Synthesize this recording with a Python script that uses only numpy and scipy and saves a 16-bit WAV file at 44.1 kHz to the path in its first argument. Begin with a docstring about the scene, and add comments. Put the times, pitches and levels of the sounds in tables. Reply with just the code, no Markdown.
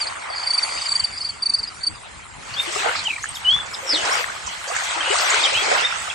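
"""Hands in a tub of water, outdoors

Hands swish and scoop water in a plastic tub: noise and tiny popping bubbles surge together, larger bubbles
ring as rising damped sines, drips smack as noise bursts. A trickle of noise and pops runs off to one side.
Crickets trill in sinking tones before a bird whistles and chips in gliding ones; far traffic is a low hum.
"""
import sys
import numpy as np
from scipy import signal
from scipy.fft import rfft, irfft, next_fast_len
from scipy.io import wavfile
from scipy.ndimage import uniform_filter1d, map_coordinates

SR = 44100
rng = np.random.default_rng(int(sys.argv[2]) if len(sys.argv) > 2 else 0)


def waveform_to_disk(signal):
    """Save audio, clipped to [-1, 1], as 16-bit WAV at the path in sys.argv[1]."""
    frames = np.transpose(np.atleast_2d(signal))
    scaled = np.clip(frames, -1, 1) * 32767
    samples = np.round(scaled).astype(np.int16)
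    wavfile.write(sys.argv[1], SR, samples)


N = 270774
TIME = np.arange(N) / SR

# Stereo width of fine droplets and hiss. Each row: frequency in Hz, left-right correlation (0 to 1).
FINE_WIDTH = [(6000, 0.41), (9000, 0.66)]


def amp(db):
    """dB to gain."""
    return 10 ** (np.asarray(db) / 20)


def unit(x):
    """Scaled to rms 1."""
    return x / np.sqrt(np.mean(x ** 2) + 1e-20)


def along(points, hz):
    """Reads a curve of (Hz, value) points on a log frequency axis."""
    f, v = np.transpose(points)
    return np.interp(np.log(hz + 1), np.log(f + 1), v)


def curves(rows):
    """One value per sample for each column after the time in seconds."""
    s, *columns = np.transpose(rows)
    return [np.interp(TIME, s, column) for column in columns]


def wobble(rate, size=N):
    """A smooth random curve through rate knots a second."""
    knots = rng.standard_normal(int(size * rate / SR) + 4)
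    return map_coordinates(knots, [np.arange(size) * rate / SR])


def filtered(x, response):
    """Multiplies the spectrum of x by a response of frequency."""
    m = next_fast_len(N + 8192)
    return irfft(rfft(x, m) * response(np.fft.rfftfreq(m, 1 / SR)), m)[..., :N]


def sides(db):
    """Left and right gains for a level difference; positive leans left."""
    return amp(np.array([db, -db]) / 2)


def patchy(depth_db):
    """Two noises sharing random patches of gain in time and frequency."""
    z = signal.stft(rng.standard_normal((2, N)), nperseg=512)[2]
    field = rng.standard_normal(z.shape[1:])
    field = uniform_filter1d(uniform_filter1d(field, 5, 0), 8, 1)
    return unit(signal.istft(z * amp(depth_db * unit(field)), nperseg=512)[1][:, :N])


def popping(count, low_hz, high_hz, cycles, spread_db):
    """Two streams of tiny bubbles, each a damped sine that rises in pitch."""
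    draw = rng.random((count, 3))  # pitch, loudness, place
    t = np.arange(480) / SR
    hz = low_hz * (high_hz / low_hz) ** draw[:, :1]
    u = t * hz / cycles  # age in lives, a life being this many cycles
    loudness = amp(-spread_db * np.log(draw[:, 1:2] + 0.014)) * hz ** .75
    envelope = (1 - np.exp(-6 * u)) * np.exp(-3 * u) * np.hanning(2 * len(t))[len(t):]
    pops = loudness * envelope * np.sin(2 * np.pi * cycles * (u + .05 * u * u))
    # both streams are laid end to end, then split
    where = (draw[:, 2:] * 2 * N).astype(int) + np.arange(len(t))
    return unit(np.bincount(where.ravel(), pops.ravel(), 2 * N + len(t))[:2 * N].reshape(2, N))


def spread(pair, spectrum, alike):
    """Colours two streams and mixes them to left and right with the given correlation, rms 1."""
    def response(hz):
        turn = np.arccos(np.clip(along(alike, hz), -1, 1)) / 2
        return amp(along(spectrum, hz)) * [np.cos(turn), np.sin(turn)]

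    mid, side = filtered(pair, response)
    return unit(np.array([mid + side, mid - side]))


def hum():
    """Far traffic: low patchy noise that swells slowly, stronger on the left."""
    # Colour of the traffic. Each row: frequency in Hz, relative gain in dB.
    colour = [(15, -42), (28, -19), (45, -10), (78, -6), (275, -18), (502, -20.5), (549, -23), (900, -20.5),
              (1170, -39), (1980, -120)]
    # Slow swell. Each row: time in seconds, level in dB.
    swell = [(0, -50.5), (1.2, -48), (3.6, -46.5), (4.9, -50), (6.14, -48.5)]
    noise = spread(patchy(depth_db=3.5), colour, [(60, 0.071), (500, 0.08)])
    return amp(curves(swell)[0]) * sides(2.8)[:, None] * noise


def chorus():
    """Farther crickets blur together: narrow noise, alike on both sides, throbs unevenly, then stops."""
    # Swell of the blurred trill. Each row: time in seconds, level in dB before the throb.
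    swell = [(0.0, -63), (0.3, -51), (0.36, -39), (0.51, -36), (0.6, -36), (0.68, -39), (0.87, -33),
             (1.11, -46), (1.25, -38.5), (1.48, -60), (1.58, -40), (1.68, -37.5), (1.82, -57), (2.1, -73)]
    # Band of the singing. Each row: frequency in Hz, relative gain in dB.
    band = [(3900, -68), (4300, -2.5), (4650, 2.5), (5050, -12), (5500, -74)]
    throb = amp(curves(swell)[0] + 3.0 * wobble(43.65)) * (TIME < swell[-1][0])
    return throb * spread(patchy(depth_db=6.0), band, [(4600, 1.0)])


def crickets():
    """Every wing stroke is a short tone that sinks, with a weak octave and a bright tick as it catches."""
    # Wing strokes. Each row: start in seconds, starting pitch in Hz, level in dB, length in ms without edges.
    strokes = [(0.0025, 4860, -21.5, 25), (0.012, 4680, -16, 21), (0.028, 4510, -25.5, 23),
               (0.066, 4530, -22.5, 14), (0.0682, 4920, -24.5, 25), (0.295, 4840, -33.5, 21),
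               (0.302, 4600, -36, 9.5), (0.32, 4650, -32, 24), (0.34, 4900, -34, 16),
               (0.3559, 4950, -29, 17), (0.364, 4720, -29, 13), (0.378, 4700, -33, 13),
               (0.396, 4800, -28, 14), (0.391, 4930, -26, 18), (0.416, 4720, -30, 9.9),
               (0.4287, 4920, -28, 19), (0.4296, 4550, -26, 21), (0.456, 4710, -28, 21),
               (0.469, 4660, -15, 12.6), (0.4746, 4910, -22.5, 17), (0.487, 4620, -23, 26),
               (0.504, 4650, -12, 16), (0.532, 4680, -13.5, 29), (0.579, 4700, -11.5, 16),
               (0.616, 4770, -33, 17), (0.6286, 4690, -13, 17), (0.65, 4690, -28, 12),
               (0.71, 4950, -35, 18), (0.721, 4560, -30.5, 36), (0.738, 4900, -29.5, 24),
               (0.774, 4950, -26, 17), (0.781, 4610, -26, 12), (0.8127, 4940, -26, 16),
               (0.8166, 4610, -21, 13.5), (0.854, 4960, -21, 20), (0.861, 4620, -22, 15),
               (0.8865, 4660, -17.5, 12), (0.904, 4700, -23, 14), (0.915, 4670, -13.5, 17),
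               (0.9535, 4710, -10.5, 15.5), (0.996, 4660, -11.5, 13), (1.0393, 4710, -12, 16.6),
               (1.0828, 4670, -32, 16), (1.122, 4900, -32, 18), (1.13, 4650, -29, 20),
               (1.159, 4780, -31, 16), (1.143, 4920, -36, 28), (1.175, 4920, -22.5, 15.5),
               (1.207, 4580, -20.5, 17), (1.217, 5060, -25, 21), (1.244, 4600, -21, 20),
               (1.258, 4870, -24, 24), (1.289, 4610, -20, 20), (1.4232, 4700, -14.5, 17.6),
               (1.458, 4630, -12.5, 17), (1.488, 4720, -27, 16), (1.496, 4680, -11.5, 11),
               (1.517, 4420, -29, 18), (1.537, 4665, -10, 19.4), (1.556, 4930, -29, 27),
               (1.584, 4660, -20, 22), (1.589, 4910, -27.5, 19), (1.632, 4520, -24, 22),
               (1.631, 4810, -18, 14), (1.673, 4980, -25.5, 21), (1.809, 4470, -35.5, 21),
               (1.8331, 4630, -17, 16), (1.854, 4500, -29, 16), (1.867, 4684, -12, 18.4),
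               (1.945, 4930, -39, 23)]
    # Colour of the ticks. Each row: frequency in Hz, gain in dB.
    tick_colour = [(3000, -120), (4400, -30), (5000, -0.5), (5600, -2), (6100, -3), (7000, -7), (9300, 1),
                   (10000, -22), (10600, -120)]
    edge_ms = 2.2  # soft lead-in and tail
    sink_hz, droop_hz = 120, 330  # steady fall, extra fall at the end
    tick_db = -15.5  # against the stroke, before the tick colour
    out, ticks = np.zeros((2, N + SR))
    for s, hz, db, length_ms in strokes:
        u = np.linspace(0, 1, int((length_ms + 2 * edge_ms) * SR / 1000))
        size = len(u)
        pitch = hz - sink_hz * u - droop_hz * u ** 4.7 + 35 * wobble(214, size=size)
        phase = 2 * np.pi * (np.cumsum(pitch) / SR + rng.random())
        swell = np.abs(np.sin(np.pi * u ** 0.94)) * amp(1.03 * wobble(220, size=size))
        octave_db = -18.5 - 12 * (hz > 4790)  # higher, farther singers lose most of it
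        octave = amp(octave_db) * swell ** 0.69 * np.sin(2 * phase)
        start = max(round((s - edge_ms / 1000) * SR), 0)
        out[start:][:size] += amp(db) * (swell * np.sin(phase) + octave)
        catch = np.exp(-((u - 0.16) / 0.098) ** 2) * rng.standard_normal(size)
        ticks[start:][:size] += amp(db + tick_db) * catch
    return out[:N] + filtered(ticks[:N], lambda hz: amp(along(tick_colour, hz)))


def bird():
    """A gliding sine with a weak octave; roughness smears it into a band of noise, the wider the harsher."""
    # Longer whistles. Each row: roughness, then points of time in seconds, pitch in Hz, level in dB.
    whistles = [ (0.164, [(2.562, 3160, -24), (2.586, 3620, -25.5), (2.598, 3630, -16.5),
                (2.61, 3660, -17.5), (2.622, 3750, -52)]), (0.22, [(3.048, 3180, -32), (3.057, 3140, -23),
                (3.066, 3150, -21), (3.074, 2950, -12), (3.079, 2810, -26), (3.088, 2550, -28),
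                (3.096, 2600, -24)]), (0.081, [(3.445, 3050, -23), (3.46, 2930, -17), (3.482, 2983, -12),
                (3.494, 3057, -8), (3.507, 3230, -13), (3.519, 3310, -12.5), (3.531, 3370, -13),
                (3.544, 3430, -11.5), (3.562, 3454, -18), (3.585, 3530, -28.5), (3.61, 3440, -22.5),
                (3.63, 3300, -41)]), (0.85, [(3.85, 5960, -38), (3.86, 5680, -40), (3.888, 5400, -30),
                (3.897, 5220, -21), (3.916, 5050, -18), (3.922, 4890, -20), (3.935, 4600, -22),
                (3.95, 3880, -21), (3.964, 3390, -20), (3.978, 3110, -25), (3.992, 3000, -29.5),
                (4.02, 2970, -34), (4.045, 2740, -43)]), (0.434, [(5.434, 3730, -18), (5.442, 3700, -13.5),
                (5.447, 3520, -22), (5.451, 3290, -15), (5.46, 3140, -16), (5.468, 2950, -18)]),
                (0.18, [(5.548, 2950, -15), (5.56, 3035, -19.5), (5.575, 3230, -18), (5.616, 3320, -25.5),
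                (5.63, 3330, -35)]), (0.12, [(5.822, 3220, -18), (5.834, 3430, -27), (5.845, 3700, -24),
                (5.851, 3646, -13.5), (5.861, 3640, -15), (5.871, 3600, -41), (5.915, 3650, -37)]), ]
    # Short chips. Each row: start in seconds, length in ms, start pitch in Hz, end pitch in Hz,
    # midpoint level in dB, roughness (0 clear, 1 harsh).
    chips = [(2.531, 29, 4570, 4640, -29.5, 0.91), (3.037, 7.7, 5900, 5750, -24, 0.3),
             (3.087, 14, 3150, 3050, -27, 0.68), (3.096, 24, 2630, 2450, -20, 0.57),
             (3.126, 23, 2347, 2360, -22.5, 0.49), (3.154, 20, 2300, 2370, -27, 0.55),
             (3.178, 12, 1880, 1930, -31, .5), (3.19, 10.4, 4300, 4300, -34, 0.5),
             (3.222, 12, 5840, 6660, -26.5, 0.3), (3.231, 11, 6550, 7040, -21, 0.4),
             (3.284, 16, 8330, 8280, -22.5, 0.19), (3.297, 24, 8170, 8200, -39, .5),
             (3.345, 14, 5100, 5440, -29, 0.26), (3.351, 15.5, 3700, 3670, -27.5, 0.41),
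             (3.365, 12, 3270, 3270, -27, 0.51), (3.504, 15, 4390, 4300, -26, .2),
             (3.731, 22, 5300, 4930, -29.5, 0.91), (3.741, 17, 3980, 3500, -25.5, 0.61),
             (4.109, 39, 5170, 5880, -25.5, 0.57), (4.677, 25, 4680, 4650, -30.5, 0.43),
             (4.835, 14, 4450, 5200, -32, 0.36), (5.001, 21, 3040, 3230, -18, 0.21),
             (5.021, 121, 2960, 2850, -28, 1.08), (5.242, 33, 5940, 6050, -24, 0.2),
             (5.105, 15, 2920, 2970, -21, 0.18), (5.119, 9.9, 2950, 2970, -21, .2),
             (5.297, 15, 6840, 6950, -17, 0.4), (5.328, 24, 6430, 5950, -23, 0.42),
             (5.473, 10, 2580, 2610, -17, 0.36), (5.563, 29, 2620, 2640, -21.5, 0.33),
             (6.095, 17, 3270, 3330, -25.5, 0.53), (6.103, 20, 2650, 2590, -27, 0.33)]
    chip_edge_db = -9.5  # both ends against the midpoint
    notes = list(whistles)
    for s, ms, start_hz, end_hz, db, rough in chips:
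        first = (s, start_hz, db + chip_edge_db)
        middle = (s + ms / 2000, (start_hz + end_hz) / 2, db)
        last = (s + ms / 1000, end_hz, db + chip_edge_db)
        notes.append((rough, [first, middle, last]))
    out = np.zeros(N + SR)
    for rough, points in notes:
        s, hz, db = np.transpose(points)
        t = np.arange(s[0], s[-1], 1 / SR)
        tone = np.exp(2j * np.pi * np.cumsum(np.interp(t, s, hz)) / SR)
        flutter = 150 + 750 * abs(rough)  # random knots a second
        smear = wobble(flutter, size=len(t)) + 1j * wobble(flutter, size=len(t))
        edge = np.clip(np.minimum(t - s[0], s[-1] - t) / .005, 0, 1)
        size = amp(np.interp(t, s, db)) * edge * (1 + rough * smear)
        out[round(s[0] * SR):][:len(t)] += (size * (tone + amp(-34.5) * tone ** 2)).imag
    return out[:N]


def yard(x):
    """Walls answer with a tail of decaying noise; each frequency dies at its own speed."""
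    # Decay of the echoes. Each row: frequency in Hz, time to fall 60 dB in seconds.
    decay = [(2500, 0.12), (4700, 0.22), (10000, 0.2)]
    hz, t, z = signal.stft(rng.standard_normal((2, SR // 2)), SR, nperseg=256)
    tail = signal.istft(z * amp(-60 * t / along(decay, hz)[:, None]), SR, nperseg=256)[1]
    return signal.fftconvolve(x[None], tail / np.linalg.norm(tail[0]), axes=1)[:, :N]


def trickle():
    """Running water: patchy noise and pops that reach the left side a little later, under a hiss."""
    # Strength of the running water. Each row: time in seconds, flow level in dB, hiss level in dB.
    runoff = [(0.0, -29.5, -34.5), (0.2, -32.5, -39.5), (0.35, -30, -39), (0.54, -31.5, -34.5),
              (0.59, -29.5, -32), (0.71, -29, -31), (0.82, -33, -31.5), (0.92, -33.5, -33.5),
              (1.06, -36.5, -37.5), (1.22, -40.5, -39.5), (1.42, -41, -42.5), (2.23, -42, -45),
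              (2.45, -40, -43)]
    # Colour of the flow. Each row: frequency in Hz, relative gain in dB.
    flow_colour = [(210, -24.5), (350, -11), (441, -7.5), (674, -4), (1060, -2.5), (1620, -3), (2330, -6),
                   (2660, -12), (3900, -24), (5070, -36), (8580, -120)]
    # Stereo width of the flow. Each row: frequency in Hz, left-right correlation.
    flow_width = [(400, 0.71), (1000, 0.63), (3000, 0.28)]
    # Colour of the hiss. Each row: frequency in Hz, relative gain in dB.
    hiss_colour = [(1000, -84), (2000, 0.5), (3000, 0), (4000, -1.5), (5800, -7.5), (7500, -0.5),
                   (9300, -3.5), (10000, -11), (10300, -23), (10600, -120)]
    flow_db, hiss_db = curves(runoff)
    pops = popping(count=8000, low_hz=498, high_hz=2890, cycles=10.1, spread_db=0)
    flow = patchy(depth_db=5.5) + .5 * pops
    left, right = amp(flow_db) * spread(flow, flow_colour, flow_width)
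    hiss = amp(hiss_db) * spread(patchy(depth_db=4.5), hiss_colour, FINE_WIDTH)
    return np.array([np.roll(left, 39), right]) + hiss  # delay in samples


def smacks():
    """Each drop smacks the water: a short burst of bright noise, strongest where its cavity rings."""
    # Drops. Each row: start in seconds, level in dB that the decay falls from,
    # time to fall 60 dB in seconds, cavity centre in Hz.
    drops = [(2.953, -21.5, 0.15, 4570), (2.973, -22.5, 0.037, 4660), (2.987, -20.5, 0.086, 4280),
             (3.037, -28.5, 0.096, 7500), (3.24, -29, 0.07, 7500), (3.3517, -30, .08, 7000),
             (3.658, -30.5, 0.064, 7000), (3.744, -48, 0.043, 7000), (4.05, -22, 0.063, 5640),
             (4.46, -24.5, 0.14, 6460), (4.67, -27, 0.21, 6800), (4.745, -24, 0.26, 7200),
             (4.831, -24.5, 0.12, 7260), (5.16, -22, 0.055, 6700), (5.1847, -12.5, 0.03, 4670),
             (5.194, -19, 0.15, 5130), (5.296, -19, 0.14, 7540), (5.342, -18, 0.044, 7500),
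             (5.776, -21, 0.067, 4600), (5.798, -23, .05, 4600)]
    # Broad colour of a burst. Each row: frequency in Hz, relative gain in dB.
    colour = [(800, -40), (2000, -20), (4000, 3), (8000, -4), (10000, -22), (10500, -70)]
    cavity_db, cavity_width_oct = 17.5, 0.39  # boost over the broad colour
    rise_share = 0.082  # of the decay time
    out = np.zeros((2, N + SR))
    for s, db, t60, centre_hz in drops:
        size = int(t60 * SR)
        age = np.arange(size) / (t60 * SR)
        hz = np.fft.rfftfreq(size, 1 / SR)
        octaves = np.log2((hz + 1) / centre_hz)
        colour_db = along(colour, hz) + cavity_db * np.exp(-(octaves / cavity_width_oct) ** 2)
        mid, side = irfft(rfft(rng.standard_normal((2, size))) * amp(colour_db), size)
        burst = unit(np.array([mid + 0.36 * side, mid - 0.56 * side]))
        envelope = amp(db - 60 * age) * np.clip(age / rise_share, 0, 1)
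        out[:, round(s * SR):][:, :size] += envelope * burst
    return out[:, :N]


def bubbles():
    """Each bubble rings briefly, big ones longer, rising as it nears the surface; the far ear hears it later."""
    # Loudest single bubbles. Each row: start in seconds, starting pitch in Hz, level in dB before the
    # ring's envelope, left-right difference in dB.
    gurgles = [(0.302, 675, -20, 11.5), (0.593, 2340, -13, 5.5), (0.622, 1250, -26, 7),
               (0.676, 1280, -25, 9.5), (0.724, 2100, -18, 8), (0.74, 2060, -22, 7), (0.775, 2300, -19, 17),
               (0.826, 1030, -24, 5), (0.86, 2100, -15.5, 11), (2.599, 2520, -12.5, 14.5),
               (2.659, 2000, -15.5, 0.5), (2.674, 338, -23, 5), (2.759, 398, -23, 1.5),
               (2.761, 705, -15.5, 8), (2.759, 1156, -15, 11), (2.8, 372, -29, 2), (2.817, 980, -20, 4.5),
               (2.845, 760, -13, -10), (2.888, 480, -21, 1), (2.889, 934, -16, 2.5),
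               (2.857, 622, -16.5, -20), (2.86, 452, -17, -1), (2.869, 850, -17, -1),
               (2.894, 1360, -10, -0.5), (2.951, 2090, -10, 0.5), (2.954, 1190, -13, -4),
               (3.079, 827, -18.5, 1), (3.24, 1230, -16, -4.5), (3.24, 1600, -8.5, -3.5),
               (3.24, 1920, -27, -8), (3.257, 1680, -16, -12), (3.372, 934, -26, -2),
               (3.53, 1420, -19.5, 5), (3.563, 1150, -17.5, -0.5), (3.588, 1530, -15, -3),
               (3.734, 1176, -22, 5), (3.789, 970, -18, 3), (3.828, 520, -25, -1), (3.85, 513, -25, 0),
               (3.928, 292, -21.5, 1), (3.934, 535, -15, 7.5), (4.078, 850, -18, 1), (4.088, 960, -17.5, 1),
               (4.125, 1130, -6, 2.5), (4.126, 1510, -19, -1.5), (4.153, 1350, -8, 3),
               (4.055, 1640, -20, -1.5), (4.112, 1380, -12, 3.5), (4.17, 1160, -14, 4),
               (4.194, 480, -22, 2.5), (4.205, 570, -23, 3.5), (4.212, 650, -25, 4.5),
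               (4.285, 1250, -16.5, -1), (4.242, 1720, -9.5, 11.5), (4.299, 1430, -13, -3),
               (4.364, 1165, -19.5, 7), (4.475, 980, -13, -2.5), (4.491, 3050, -16, 4),
               (4.533, 847, -20, 4), (4.674, 530, -23.5, 1.5), (4.692, 600, -24, -5), (4.7, 670, -16, -2),
               (4.712, 1150, -16, -5.5), (4.718, 475, -20.5, -5.5), (4.764, 1690, -6, -5),
               (4.909, 3030, -12, -2), (4.929, 1280, -14.5, 2), (4.952, 860, -17, 1), (4.975, 790, -16, 1),
               (4.985, 1400, -20, 3), (4.96, 318, -28.5, 8), (4.995, 295, -33, 5), (5.035, 300, -37, 8),
               (5.074, 514, -22, 0), (5.102, 390, -12.5, 5.5), (5.122, 500, -17, 12), (5.132, 580, -23, 12),
               (5.155, 1150, -8, 5.5), (5.17, 1200, -22, 4.5), (5.139, 690, -13, 2), (5.142, 905, -10, 4),
               (5.178, 1410, -9, 0.5), (5.274, 1390, -19, 8), (5.334, 413, -22, 2.5),
               (5.342, 1430, -8, 0.5), (5.452, 803, -12, 5), (5.462, 514, -19, -1), (5.522, 518, -16.5, -4),
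               (5.572, 800, -17.5, 1.5), (5.608, 1400, -18, 0), (5.642, 810, -16, 1),
               (5.766, 770, -12, -2.5), (5.81, 2030, -13, -4.5), (5.848, 1770, -10, -5.5),
               (5.914, 2150, -14, -5.5), (6.015, 1270, -20, -5.5), (6.082, 670, -22, -3),
               (5.619, 401, -24, 12), (5.665, 758, -14.5, 9), (5.68, 420, -26, 2), (5.714, 697, -4.5, -3),
               (5.727, 550, -11.5, -3), (5.751, 1625, -2.5, -2), (5.776, 1025, -10.5, -2.5),
               (5.82, 723, -15, 3), (5.828, 470, -22, -4), (5.924, 1320, -9, -4), (5.964, 1050, -16, -2),
               (6.077, 1190, -14.5, -1.5)]
    life_at_1khz_s, life_falls = 0.012, 1.31  # life, and the power of pitch that shortens it
    rise = 0.14  # share of pitch gained per life
    out = np.zeros((2, N + SR))
    for s, hz, db, pan_db in gurgles:
        life_s = life_at_1khz_s * (hz / 1000) ** -life_falls
        lag = np.clip(pan_db * .00008, -.0004, .0004) * np.array([[-1], [1]])  # seconds
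        t = np.maximum(np.arange(int(life_s * SR * 1.6)) / SR - .0004 - lag, 0)
        u = t / life_s
        envelope = (1 - np.exp(-9 * u)) * np.exp(-3 * u)
        ring = envelope * np.sin(2 * np.pi * hz * t * (1 + rise * u / 2))
        out[:, round(s * SR):][:, :t.shape[1]] += amp(db) * sides(pan_db)[:, None] * ring
    return out[:, :N]


def swish():
    """Moved water: bubbly churn over a deep slosh, finer spray and droplets. Alongside it, thin noise flickers
    above 10 kHz."""
    # Hand strokes. Each row: time in seconds, churn level in dB and spray level in dB before their
    # random wobble, left-right difference of the churn in dB.
    strokes = [(2.3, -54, -53, 2), (2.47, -37.5, -33.5, -2), (2.56, -35, -32.5, 9.5),
               (2.75, -33, -31.5, 5.5), (2.83, -23.5, -27.5, 3.5), (2.87, -20, -30, 3),
               (2.95, -29, -32.5, -1.5), (3.02, -34.5, -33.5, -1), (3.2, -54.5, -42, -5),
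               (3.36, -43, -41, 0), (3.5, -33.5, -39, -2), (3.64, -36.5, -42, -7), (3.84, -35, -37.5, 1),
               (3.91, -28.5, -29, 0), (3.98, -29.5, -29, 2), (4.06, -21, -28.5, -1), (4.13, -21, -28, 2),
               (4.19, -26.5, -26, 3.5), (4.28, -31.5, -35.5, 1), (4.42, -37, -37.5, -5.5),
               (4.52, -38.5, -35.5, -5), (4.64, -36.5, -34.5, 1), (4.71, -31, -42, -1),
               (4.76, -26.5, -32.5, -1), (4.86, -29, -32.5, 3), (4.96, -26, -30, 2),
               (5.11, -25, -28.5, 3.5), (5.2, -23, -26.5, 3), (5.29, -21, -23, 3.5), (5.38, -22, -21.5, 4),
               (5.47, -25, -24, 2), (5.6, -24.5, -25, 4), (5.74, -21, -26, -2.5), (5.82, -22.5, -25, -4),
               (5.91, -30, -28.5, -6), (6.02, -34.5, -35, -8), (6.14, -35, -35, -4.5)]
    # Levels of the deep slosh, finest droplets and the airy top above 10 kHz. # Each row: time in seconds,
    # level in dB before its random wobble.
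    slosh_level, droplet_level, mist_level = [(2.3, -66), (2.57, -53), (2.78, -43), (2.86, -39), (3.0, -61),
                                              (3.28, -68), (3.55, -60), (3.8, -52), (3.88, -41), (4.0, -36),
                                              (4.06, -39), (4.2, -46), (4.46, -59), (4.67, -62),
                                              (5.24, -41), (5.66, -37), (5.7, -33), (5.82, -39.5),
                                              (5.88, -62), (6.14, -57)], [(2.3, -49), (2.49, -44.5), (2.78, -33.5),
                                                             (2.98, -43.5), (3.71, -48), (3.9, -36.5),
                                                             (4.03, -33.5), (4.12, -31), (4.29, -39.5),
                                                             (4.48, -44), (4.74, -37.5), (4.9, -35),
                                                             (5.07, -35), (5.19, -30.5), (5.34, -30.5),
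                                                             (5.54, -35), (5.71, -33), (5.88, -39.5),
                                                             (6.02, -33.5), (6.14, -42.5)], [(2.3, -114), (2.52, -56),
                                                                              (3.33, -65), (3.36, -46),
                                                                              (3.42, -71), (3.94, -53.5),
                                                                              (4.04, -72), (4.14, -43),
                                                                              (4.34, -61), (4.86, -48),
                                                                              (5.01, -115), (5.03, -78),
                                                                              (5.23, -54), (5.74, -71),
                                                                              (5.78, -51), (5.94, -66),
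                                                                              (6.03, -47), (6.14, -79)]
    # Colours of churn, slosh, spray, droplets and the airy top. Each row: frequency in Hz, relative gain in dB.
    churn_colour, slosh_colour = [(200, -69), (400, -19), (600, -5), (800, 1.5), (1060, 2), (1500, 3.5),
                                  (2500, -5), (4000, -15), (5000, -15), (6500, -25), (9000, -100)], [(100, -99), (200, -12), (300, -3.5), (450, 1), (650, -0.5),
                                                 (900, -17.5), (1500, -70)]
    spray_colour, droplet_colour = [(1000, -64), (2000, 4), (2800, 2), (4000, -3.5), (5200, -5.5),
                                    (6200, -13.5), (8000, -60)], [(4000, -70), (5500, -14.5), (6500, 0), (7900, 3.5),
                                                   (9300, -5.5), (10000, -61), (10400, -75)]
    mist_colour = [(9800, -67), (10300, -1.5), (12000, -5), (14300, -4.5), (15000, -18), (15500, -31.5)]
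    # Stereo widths of the low and high layers. Each row: frequency in Hz, left-right correlation.
    churn_width, spray_width = [(200, 0.37), (700, 0.041), (1500, 0.024), (4000, 0.065)], [(2500, 0.047), (4000, 0.019), (7000, 0.81),
                                                     (14000, 0.65)]

    churn_db, spray_db, pan_db = curves(strokes)
    hands_in = np.clip((TIME - strokes[0][0]) / 0.3, 0, 1)
    big_pops = popping(count=12000, low_hz=334.0, high_hz=4534, cycles=17.5, spread_db=1.0)
    froth = patchy(depth_db=1.5) + .65 * big_pops
    fine_pops = popping(count=8000, low_hz=3000, high_hz=10000, cycles=40, spread_db=1.5)
    fizz = patchy(depth_db=4) + .35 * fine_pops

    surge_db = 1.02 * wobble(17) + 0.26 * wobble(6.5)
    churn = amp(churn_db + surge_db) * spread(froth, churn_colour, churn_width)
    slosh_db = curves(slosh_level)[0] + 1.5 * wobble(11)
    slosh = amp(slosh_db) * spread(froth, slosh_colour, churn_width)

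    spurts_db = 1.3 * wobble(22) + 1.3 * wobble(9)  # shared by spray and droplets
    spray = amp(spray_db + spurts_db) * spread(fizz, spray_colour, spray_width)
    droplets_db = curves(droplet_level)[0] + spurts_db
    droplets = amp(droplets_db) * spread(fizz, droplet_colour, FINE_WIDTH)

    flicker_db = 6.5 * np.minimum(wobble(17), 1)  # upward swings are capped
    mist_db = curves(mist_level)[0] + flicker_db
    mist = amp(mist_db) * spread(patchy(depth_db=9.0), mist_colour, spray_width)
    return hands_in * (sides(pan_db) * (churn + slosh) + spray + droplets + mist)


def scene():
    """Crickets and bird centred with their echoes, water all around, traffic far behind."""
    trill, song = crickets(), bird()
    animals = trill + song + yard(amp(-19.0) * trill + amp(-7.5) * song)
    return hum() + chorus() + animals + trickle() + smacks() + bubbles() + swish()


def record(dry):
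    """Keeps nothing from the band limit of 15.6 kHz upward."""
    return filtered(dry, lambda hz: hz < 15600)


dry = scene()
out = record(dry)
waveform_to_disk(out)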